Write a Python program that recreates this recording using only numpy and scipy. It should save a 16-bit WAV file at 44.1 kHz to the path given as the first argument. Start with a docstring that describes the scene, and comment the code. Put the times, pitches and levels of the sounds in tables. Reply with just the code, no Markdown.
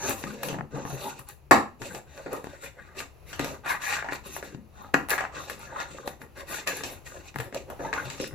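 """Long nails on a cardboard box

A small room, two microphones close to a narrow box that hands grip, scrape and tap. Palms drag on the
panels and stir the hollow; nails stick and slip on the paper skin, and its fibres hiss. Nail ticks,
taps and two hard knocks sound on the same box, over quiet room tone and a low hum."""
import sys
import numpy as np
from scipy import signal
from scipy.fft import rfft, irfft, next_fast_len
from scipy.io import wavfile
from scipy.ndimage import uniform_filter1d

SR = 44100
rng = np.random.default_rng(int(sys.argv[2]) if len(sys.argv) > 2 else 0)


def file_out(sig):
    """Save sig as 16-bit WAV at sys.argv[1]."""
    # one column per channel
    cols = np.atleast_2d(sig).T
    # limit, then scale
    lim = np.clip(cols, -1, 1)
    pcm = np.round(lim * 32767).astype(np.int16)
    wavfile.write(sys.argv[1], SR, pcm)


N = 367794
T = np.arange(N) / SR
COARSE = T[::32]  # time grid for slow movements, s

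# modes of the box's hollow: f/Hz, level/dB, t60/s, share at the right microphone (-1..1)
HOLLOW_MODES = [(137.4, 2.6, 0.08, 0.84), (212.4, -1.7, 0.046, 0.68), (264.6, -3.15, 0.058, 0.52),
                (320.6, -0.5, 0.031, 0.91), (383.5, 0.87, 0.031, 0.86), (461, -1.2, 0.038, 0.8),
                (553.4, 1.55, 0.024, 0.97)]
# modes of the panels: f/Hz, level/dB, t60/s, share at the right microphone (-1..1)
PANEL_MODES = [(706, -1.5, 0.023, 0.6), (794, 5, 0.026, 0.58), (893, 3, 0.017, 0.62),
               (1022, 5, 0.022, -0.16), (1236, 1, 0.019, 0.73), (1345, 3, 0.026, -0.39),
               (1548, 3.5, 0.013, 0.98), (1703, 3.5, 0.026, 1), (1871, 5.5, 0.02, 0.74),
               (2112, 0, 0.016, 1), (2422, -1, 0.016, 0.49), (2830, -12, 0.045, 0.15)]
# spectrum of scraped paper fibres: f/Hz, level/dB
FIBRE_SPECTRUM = [(1590, -16.5), (2700, 5.5), (3070, -7), (3740, -2), (5240, -8), (6350, -7), (7010, -5.5),
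                  (7590, -4), (8800, -22), (11400, -46), (19400, -120)]
# spectrum of the finest crackle and the nail ticks: f/Hz, level/dB
CRACKLE_SPECTRUM = [(5410, -46.5), (9200, -14), (9930, 3), (12800, -3.5), (14800, -0.5), (16000, -31)]
# hand strokes: peak t/s, swell/s, fade/s, palm/dB, nail/dB, fibre/dB, crackle/dB,
# panel centre f/Hz, hollow centre f/Hz
STROKES = [(0.02, 0.12, 0.097, -42.5, -51, -51, -50, 1480, 318),
           (0.093, 0.11, 0.066, -30.5, -34, -36, -38.5, 1090, 340),
           (.2, 0.066, 0.067, -46, -53, -47.5, -46, 1180, 336),
           (.26, 0.056, 0.19, -34, -47, -49.5, -52, 1380, 227),
           (.46, 0.063, 0.13, -33, -43, -44.5, -46, 1200, 450),
           (.56, 0.044, 0.13, -34, -62, -68, -83, 980, 180),
           (0.758, 0.056, 0.15, -34.5, -42.5, -52, -65, 810, 258),
           (.9, 0.076, 0.14, -41.5, -46, -53, -46.5, 910, 181),
           (1.059, 0.15, 0.096, -37, -40.5, -44.5, -43, 860, 490),
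           (1.2, 0.069, 0.032, -44.5, -52, -52, -64, 930, 149),
           (1.295, 0.036, 0.052, -55.5, -54, -53.5, -64, 1340, 497),
           (1.83, 0.043, .12, -43, -55.5, -50, -50, 1530, 163),
           (1.954, 0.088, 0.058, -39.5, -46.5, -49, -47, 1130, 377),
           (2.188, 0.14, 0.19, -50, -53, -58, -63.5, 1450, 435),
           (2.339, 0.05, 0.095, -40.5, -42.5, -51.5, -61, 900, 450),
           (2.466, 0.08, 0.22, -51.5, -52.5, -56, -64, 1010, 280),
           (2.649, 0.053, 0.059, -45.5, -44, -48, -48.5, 2070, 380),
           (2.82, 0.086, 0.24, -55, -54.5, -66.5, -79, 1650, 358),
           (3.004, 0.064, 0.055, -44.5, -42.5, -43.5, -46, 1120, 310),
           (3.32, 0.071, 0.11, -51, -51, -49.5, -49, 2130, 317),
           (3.404, 0.023, 0.14, -32.5, -43, -43.5, -51, 1080, 275),
           (3.48, 0.063, 0.12, -39, -43.5, -49.5, -49, 870, 396),
           (3.71, 0.079, 0.071, -48, -26.5, -40, -38, 1500, 449),
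           (3.84, 0.036, 0.14, -54, -42.5, -42, -42, 1870, 418),
           (3.913, 0.12, 0.13, -49, -29, -36.5, -42, 1660, 463),
           (4.135, 0.032, 0.045, -37, -36.5, -40.5, -47, 1550, 304),
           (4.269, 0.038, 0.073, -44, -48, -47.5, -47.5, 1020, 300),
           (4.36, 0.1, 0.063, -50.5, -50.5, -47, -46.5, 1100, 342),
           (4.45, .03, 0.12, -49, -55.5, -52.5, -57, 1300, 400),
           (4.553, 0.044, .1, -40.5, -64.5, -73, -70, 1240, 196),
           (4.801, .08, 0.13, -51, -49.5, -59.5, -72, 815, 160),
           (5.11, 0.022, .07, -35.5, -27, -31.5, -43, 1400, 436),
           (5.19, 0.019, 0.047, -46, -28, -46, -60, 1330, 417),
           (5.245, 0.027, 0.04, -50, -40, -57.5, -65, 1270, 307),
           (5.39, 0.078, 0.078, -43, -39, -46, -57, 910, 374),
           (5.45, 0.1, 0.08, -51, -51, -51.5, -53, 900, 400),
           (5.51, 0.027, 0.087, -43.5, -54, -48, -52, 1360, 402),
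           (5.61, 0.051, 0.12, -48, -50, -50.5, -58, 1410, 244),
           (5.74, 0.14, 0.15, -47.5, -42.5, -58, -75, 920, 400),
           (5.809, 0.064, 0.059, -46, -39.5, -46.5, -51.5, 1540, 400),
           (5.94, 0.16, 0.26, -48.5, -51.5, -54, -64, 1110, 380),
           (6.086, 0.052, 0.064, -37.5, -44, -50.5, -49, 860, 470),
           (6.224, .04, 0.059, -44.5, -50, -62, -56, 1180, 241),
           (6.392, 0.044, 0.053, -43.5, -45.5, -49, -49, 1540, 503),
           (6.519, 0.059, .14, -41.5, -41.5, -39.5, -40.5, 1140, 426),
           (6.678, 0.02, 0.078, -39, -33, -40.5, -41, 1630, 443),
           (6.77, 0.076, 0.083, -40.5, -44, -42, -47, 1400, 450),
           (6.878, 0.11, .13, -41.5, -50.5, -49, -44, 1380, 220),
           (7.071, 0.029, 0.11, -54.5, -53.5, -51.5, -53, 2170, 346),
           (7.151, .07, 0.096, -48, -52.5, -54, -61, 964, 410),
           (7.275, 0.047, .04, -65, -57.5, -52.5, -57, 1190, 226),
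           (7.39, 0.059, .12, -34.5, -53, -53, -60, 1690, 193),
           (7.556, .04, 0.096, -40.5, -55, -51.5, -66, 1790, 390),
           (7.705, 0.044, 0.047, -40, -55, -66, -73, 814, 470),
           (7.84, 0.063, 0.11, -35.5, -37, -53.5, -55, 960, 303),
           (7.949, .03, 0.17, -38, -37.5, -50, -51.5, 1310, 390),
           (8.12, 0.19, 0.19, -49, -50, -48, -55, 1050, 273),
           (8.211, 0.02, 0.052, -33, -56, -40.5, -50, 1160, 282),
           (8.245, 0.016, 0.054, -57, -45.5, -44, -55, 2460, 318),
           (8.335, 0.041, .05, -36.5, -51.5, -75, -80, 1290, 218)]


def undb(db):
    """dB to gain."""
    return 10 ** (np.asarray(db) / 20)


def unit(x):
    """Scale to rms 1."""
    return x / np.sqrt(np.mean(x ** 2, axis=-1, keepdims=True))


def coloured(x, spectrum):
    """Filter by (f/Hz, level/dB) points joined on a log axis."""
    size = next_fast_len(x.shape[-1])
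    hz, db = np.transpose(spectrum)
    log_f = np.log(np.arange(size // 2 + 1) * SR / size + 1)
    gain = undb(np.interp(log_f, np.log(hz), db))
    return irfft(rfft(x, size) * gain, size)[..., :x.shape[-1]]


def ring(x, hz, t60):
    """One decaying mode, unit power on unit noise."""
    r = np.exp(-np.log(1000) / (t60 * SR))
    w = 2 * np.pi * hz / SR
    return signal.lfilter([np.sin(w) * np.sqrt(2 * (1 - r * r))], [1, -2 * r * np.cos(w), r * r], x)


def wander(per_s):
    """Random levels, held and slewed on the coarse grid: a slow waver with spread near 1.5."""
    hold = int(len(COARSE) / T[-1] / per_s)
    steps = np.repeat(rng.standard_normal(len(COARSE) // hold + 1), hold)
    return 1.827 * uniform_filter1d(steps, hold)[:len(COARSE)]


def smooth(x):
    """From the coarse grid to every sample."""
    return np.interp(T, COARSE, x)


def room_tone():
    """The room's quiet air, drifting in level, with a wavering low hum."""
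    # spectrum of the air: f/Hz, level/dB
    air_spectrum = [(15, -35), (25, 5.5), (78, 14.5), (229, -12.5), (354, -3), (2220, -20.5), (2610, -18),
                    (3160, -25), (7510, -29), (8830, -48), (9840, -24), (13600, -26.5), (16000, -30)]
    # bands of the hum: f/Hz, width/Hz, level/dB
    hum_bands = [(69.5, 17, -59.5), (136, 14, -58)]
    noise = rng.standard_normal((2, N)) + 0.76 * rng.standard_normal(N)
    air = undb(-51.5) * unit(coloured(noise, air_spectrum))
    drift = smooth(undb(1.8 * wander(per_s=3.66)))
    drive = rng.standard_normal(N)
    hum = sum(undb(db) * ring(drive, hz, t60=2.3 / width) for hz, width, db in hum_bands)
    return air * drift + hum


def stroke_gains():
    """Each stroke swells from silence and fades; gains of palm, nail, fibre and crackle."""
    flatten = 1.24  # over 1 flattens the top of a stroke
    edges = [1.04, 1.18, 1.27, 1.9]  # the higher, the sooner a layer dies toward the stroke's ends
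    peak_s, swell_s, fade_s, *layer_db = np.array(STROKES)[:, :-2].T
    since = COARSE - peak_s[:, None]
    away = np.where(since < 0, -since / swell_s[:, None], since / fade_s[:, None])
    press = np.clip(1 - away ** flatten, 0, 1)
    return [smooth(np.sqrt(undb(db) ** 2 @ (press ** edge) ** 2)) for db, edge in zip(layer_db, edges)]


def touched_spot(t):
    """Centre pitches of panel and hollow, in Hz, as the hands move from stroke to stroke."""
    peak_s, *_, panel_hz, hollow_hz = np.transpose(STROKES)
    return np.interp(t, peak_s, panel_hz), np.interp(t, peak_s, hollow_hz)


def response(hz, centre_hz, octaves):
    """Modes near the touched spot's own pitch answer most."""
    return np.exp(-.5 * (np.log2(hz / centre_hz) / octaves) ** 2)


def stick_slip(per_s, spread_db, drag):
    """Friction: clicks of very uneven size over a smooth drag, rms near 1 at all times."""
    size_db = rng.exponential(1, N) * spread_db
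    clicks = (rng.random(N) < per_s / SR) * undb(size_db) * rng.choice([-1, 1], N)
    force = clicks + drag * rng.standard_normal(N)
    return force / np.sqrt(uniform_filter1d(force ** 2, size=SR // 12) + 1e-12)


def rubbed_modes(force, modes, centre_hz, octaves, flicker_db, per_s):
    """A force spread over the modes near the touched spot; each share flickers as the hand moves."""
    total = np.sqrt(sum(response(hz, centre_hz, octaves) ** 2 for hz, *_ in modes))
    out = np.zeros((2, N))
    for k, (hz, db, t60, right) in enumerate(modes):
        share = smooth(response(hz, centre_hz, octaves) / total * undb(db + flicker_db * wander(per_s)))
        out += np.outer([1, right], (-1) ** k * ring(force * share, hz, t60))
    return out


def torn_fibres(slip, spectrum, flicker_db):
    """Fibre noise with clicks in it; the two microphones hear partly different fibres."""
    noise = rng.standard_normal(N) + rng.standard_normal((2, N))
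    flicker = smooth(undb(flicker_db * wander(per_s=60)))
    return unit(coloured(slip + noise * flicker, spectrum))


def rubbing():
    """Palm drag feeds the hollow; nail slips ring the panels and the skin and tear the fibres."""
    # paper skin under a sliding nail: f/Hz, level/dB, t60/s, share at the right microphone (-1..1)
    skin_modes = [(3710, 1.5, 0.0067, 0.54), (4470, -4.5, 0.0073, 0.2), (5300, -4.5, 0.0079, -0.9),
                  (6350, 2.5, .006, -0.8), (7420, 3, 0.0046, -0.8)]
    palm, nail, fibre, fine = stroke_gains()
    panel_hz, hollow_hz = touched_spot(COARSE)
    drag = stick_slip(per_s=300, spread_db=2.4, drag=0.051)
    slip = stick_slip(per_s=1200, spread_db=2.8, drag=0.059)
    hollow = rubbed_modes(palm * drag, HOLLOW_MODES, hollow_hz, octaves=0.91, flicker_db=3.03, per_s=25)
    panels = rubbed_modes(nail * slip, PANEL_MODES, panel_hz, octaves=0.66, flicker_db=3.08, per_s=30)
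    hiss = torn_fibres(0.58 * slip, FIBRE_SPECTRUM, flicker_db=2.8)
    fine_slip = stick_slip(per_s=460, spread_db=4.0, drag=0.064)
    crackle = torn_fibres(0.45 * fine_slip, CRACKLE_SPECTRUM, flicker_db=2.3)
    # the skin sings in a few broad rings that come and go with the nail's angle
    skin_force = fibre * undb(-2.5) * stick_slip(per_s=2500, spread_db=2.3, drag=.15)
    skin = rubbed_modes(skin_force, skin_modes, centre_hz=5030, octaves=2.5, flicker_db=3.0, per_s=12)
    return hollow + panels + skin + fibre * hiss + fine * crackle


def contact_bursts(count, t, spectrum, decay_s):
    """Stereo noise bursts, one a contact: a first snap over a short decay."""
    snap = undb(4) * np.exp(-t / 0.0008)
    noise = unit(coloured(rng.standard_normal((count, 2, len(t))), spectrum))
    return noise * (snap + np.exp(-t / decay_s)) / 2


def nail_ticks():
    """Nail tips click brightly on the paper; rows left, right, room feed."""
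    # nail contacts: t/s, level/dB
    contacts = [(0.0948, -17.5), (0.432, -21), (1.1927, -36), (1.2884, -28.5), (1.513, -18), (2.331, -27.5),
                (2.441, -43), (3.3947, -31), (3.445, -31), (4.129, -40), (4.44, -43), (4.8236, -44),
                (4.9406, -26), (5.0866, -32), (5.0955, -17), (5.105, -16), (5.4976, -33), (5.5937, -42),
                (6.0745, -34.5), (6.6735, -32), (6.691, -24.5), (6.7695, -27), (7.359, -37), (7.3856, -35),
                (7.4056, -32), (7.444, -40), (7.5458, -35), (7.701, -37.5), (8.216, -34), (8.276, -34)]
    out = np.zeros((3, N + SR))
    t = np.arange(SR // 10) / SR
    ticks = contact_bursts(len(contacts), t, CRACKLE_SPECTRUM, decay_s=.0012)
    for (at_s, db), tick in zip(contacts, ticks):
        start = int(at_s * SR)
        out[:, start:start + len(t)] += undb(db) * tick[[0, 1, 0]]
    return out[:, :N]


def taps():
    """Each tap or knock rings hollow and panels and adds a short crack; rows left, right, room feed."""
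    # blows on the box: t/s, level/dB, relative thump/dB, relative crack/dB, panel centre f/Hz,
    # relative room feed/dB
    blows = [(.103, -31, -8.5, -14, 1200, 11.5), (.239, -21.5, -8.5, -14, 1700, -12),
             (.433, -18.5, -28, -9, 1250, -6), (0.486, -25.5, -16, -6, 1150, 3),
             (.529, -29, 0, -28, 869, 1), (.544, -23, -30, -31, 930, -0.5),
             (.586, -20.5, -14, -33, 920, -2.5), (.609, -19.5, -11, -38, 895, -27),
             (.753, -31.5, -16, -21, 784, 8.5), (.852, -22.5, -10, -30, 910, -1.5),
             (.902, -29.5, -29, -14, 754, 8.5), (1.51, -3, -14, -16.5, 1060, 9.5),
             (1.818, -27, -14.5, -9, 1630, 2), (1.948, -24.5, -19, -9.5, 834, -4),
             (2.177, -33, -7, -9.5, 1710, -10), (2.261, -34, -1.5, -19, 1270, 9),
             (2.329, -33.5, 5, -8.5, 783, 3), (2.443, -30.5, -5, -14, 1280, -13),
             (2.47, -27.5, -5, -18, 840, -11), (2.636, -32.5, -18, -8, 2500, 5),
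             (3.004, -24.5, -12.5, -8.5, 1960, -6), (3.33, -32.5, -26, -5.5, 2140, 7),
             (3.394, -15.5, -21, -13, 1800, -3), (3.398, -20.5, 0, -15, 703, -8),
             (3.445, -25, -14, -4.5, 829, 0), (3.659, -26.5, -32, -27, 1590, 12),
             (3.819, -39, -33, 1.5, 1910, 6), (4.025, -18.5, -26, -36, 1280, -4),
             (4.045, -24, -25, -21, 813, 5), (4.062, -30, -24, -20, 950, 3),
             (4.087, -18, -19, -25, 1530, 2), (4.123, -18, -12.5, -29, 1672, -7),
             (4.365, -22, -31, -24, 1000, -5), (4.427, -26.5, -5, -15, 1560, 0.5),
             (4.547, -36.5, 6.5, -9, 813, -12), (4.938, -22.5, -7, -23, 1310, -1),
             (4.942, -1, -15.5, -21.5, 1750, -4), (5.087, -22.5, -25, -17, 1180, -2),
             (5.097, -26, -24, -21, 1200, -4), (5.105, -22, -35, 0, 2110, -18),
             (5.114, -18, -27, -28, 1260, 3.5), (5.129, -19, -20, -19, 1660, 2),
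             (5.139, -22, -11, -24, 1200, -18), (5.18, -20, -33, -13, 1200, -4),
             (5.187, -18, -31, -19, 1500, -9), (5.201, -22, -32, -29, 1400, -5),
             (5.207, -18.5, -42, -16, 1150, 3), (5.239, -20.5, -32, -25, 870, -21),
             (5.251, -18, -29, -28, 1310, -8), (5.498, -20.5, -20, -13, 1800, -1.5),
             (5.802, -19, -25, -12, 1470, -4), (6.076, -17, -12, -13, 837, -12),
             (6.217, -31.5, -19, -21, 2300, -5), (6.674, -19.5, -28, -2, 1750, 3),
             (6.69, -28, -11, -10, 805, -15), (6.836, -26, -13, -0.5, 1380, 3.5),
             (7.343, -32.5, -12, -18, 1700, -16), (7.359, -17, -12, -23, 1240, -9),
             (7.387, -24.5, -16, -13, 1690, -14), (7.401, -18, -19, -17, 1800, -1),
             (7.526, -30, -3, -20, 1880, -4), (7.546, -29, -0.5, -1.5, 1240, -4.5),
             (7.701, -29.5, -9.5, -16.5, 850, 4), (7.794, -33.5, 0, -38, 1150, 8.5),
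             (7.929, -13, -22, -21, 1600, 0), (7.937, -17, -21, -12.5, 1530, -14),
             (8.101, -24.5, -35, -6, 1900, 0.5), (8.2, -26, 0, -7.5, 830, -0.5),
             (8.243, -25, -20, -18, 2540, -17)]
    out = np.zeros((3, N + SR))
    t = np.arange(SR // 10) / SR
    hz, mode_db, t60, right = np.array(HOLLOW_MODES + PANEL_MODES).T
    hollow = np.arange(len(hz)) < len(HOLLOW_MODES)
    pickup = np.array([np.ones_like(hz), right])
    scatter = rng.standard_normal((len(blows), 2, len(hz)))
    cracks = contact_bursts(len(blows), t, FIBRE_SPECTRUM, decay_s=0.0068)
    for blow, (uneven, detune), crack in zip(blows, scatter, cracks):
        at_s, db, thump_db, crack_db, panel_hz, room_db = blow
        thump = response(hz, touched_spot(at_s)[1], octaves=0.56)  # narrower than under a rub
        panel = response(hz, panel_hz, octaves=0.9)
        gain = undb(mode_db + 0.99 * uneven) * np.where(hollow, thump, panel)
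        gain[hollow] *= 2 * undb(thump_db) / np.linalg.norm(gain[hollow])
        gain[~hollow] /= np.linalg.norm(gain[~hollow])
        # harder blows press longer and ring longer
        contact_s = 0.00063 * undb(0.82 * db)
        ring_s = 1.17 * undb(0.16 * db) * t60[:, None]
        envelope = np.exp(-np.log(1000) * t / ring_s) * (1 - np.exp(-t / contact_s))
        rings = np.sin(2 * np.pi * np.outer(hz * (1 + 0.015 * detune), t)) * envelope
        hit = (gain * np.sign(detune) * pickup) @ rings + undb(crack_db) * crack
        start = int(at_s * SR)
        out[:, start:start + len(t)] += undb([[db], [db], [db + room_db]]) * hit[[0, 1, 0]]
    return out[:, :N]


def room_tail(feed):
    """The small room's dense tail, different at each microphone, treble dying first."""
    # decay of the room: f/Hz, t60/s
    decay_times = [(100, .4), (260, 0.32), (700, 0.29), (1840, 0.27), (4850, 0.27), (12800, 0.23)]
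    hz, t60 = np.transpose(decay_times)
    gap_s, alike_below_hz = 0.00082, 1860
    t = np.arange(int(.6 * SR)) / SR
    tail = 0
    for f in 90 * 2. ** np.arange(8):
        octave = signal.butter(2, [f / 2 ** .5, f * 2 ** .5], "band", fs=SR, output="sos")
        band = signal.sosfilt(octave, rng.standard_normal((3, len(t))))
        ring_s = np.interp(np.log(f), np.log(hz), t60)
        band *= np.exp(-np.log(1000) * t / ring_s) * (t > gap_s)
        band /= np.sqrt(np.sum(band ** 2, axis=1, keepdims=True) / (f / SR * 2 ** .5))
        alike = np.clip(1 - f / alike_below_hz, 0.1, 1)  # long waves reach both microphones alike
        tail = tail + np.sqrt(alike) * band[2] + np.sqrt(1 - alike) * band[:2]
    return undb(-0.5) * signal.fftconvolve(feed[None], tail, axes=1)[:, :N]


def scene():
    """Rubbing, taps and ticks up close; the room's tail and tone behind them."""
    rub = rubbing()
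    hits = taps() + nail_ticks()
    room_feed = undb(-6.5) * rub[0] + hits[2]
    return rub + hits[:2] + room_tail(room_feed) + room_tone()


def record(dry):
    """The right microphone has a rear port and less bass and treble; peaks clip; the top is cut."""
    port_lag_s, port_share = 0.00059, 0.41
    bass_hz, shelf_hz, top_hz = 60, 9050, 16000
    # sound entering the rear port pushes the other way, a little later
    lag = int(port_lag_s * SR)
    right = dry[1] - port_share * np.concatenate([np.zeros(lag), dry[1, :-lag]])
    right = signal.sosfilt(signal.butter(1, bass_hz, "high", fs=SR, output="sos"), right)
    right = coloured(right, [(shelf_hz / 2 ** .5, -1), (shelf_hz * 2 ** .5, -9)])
    both = np.clip(np.array([dry[0], right]), -1, 1)
    return signal.sosfilt(signal.ellip(10, .2, 80, top_hz, fs=SR, output="sos"), both)


dry = scene()
out = record(dry)
file_out(out)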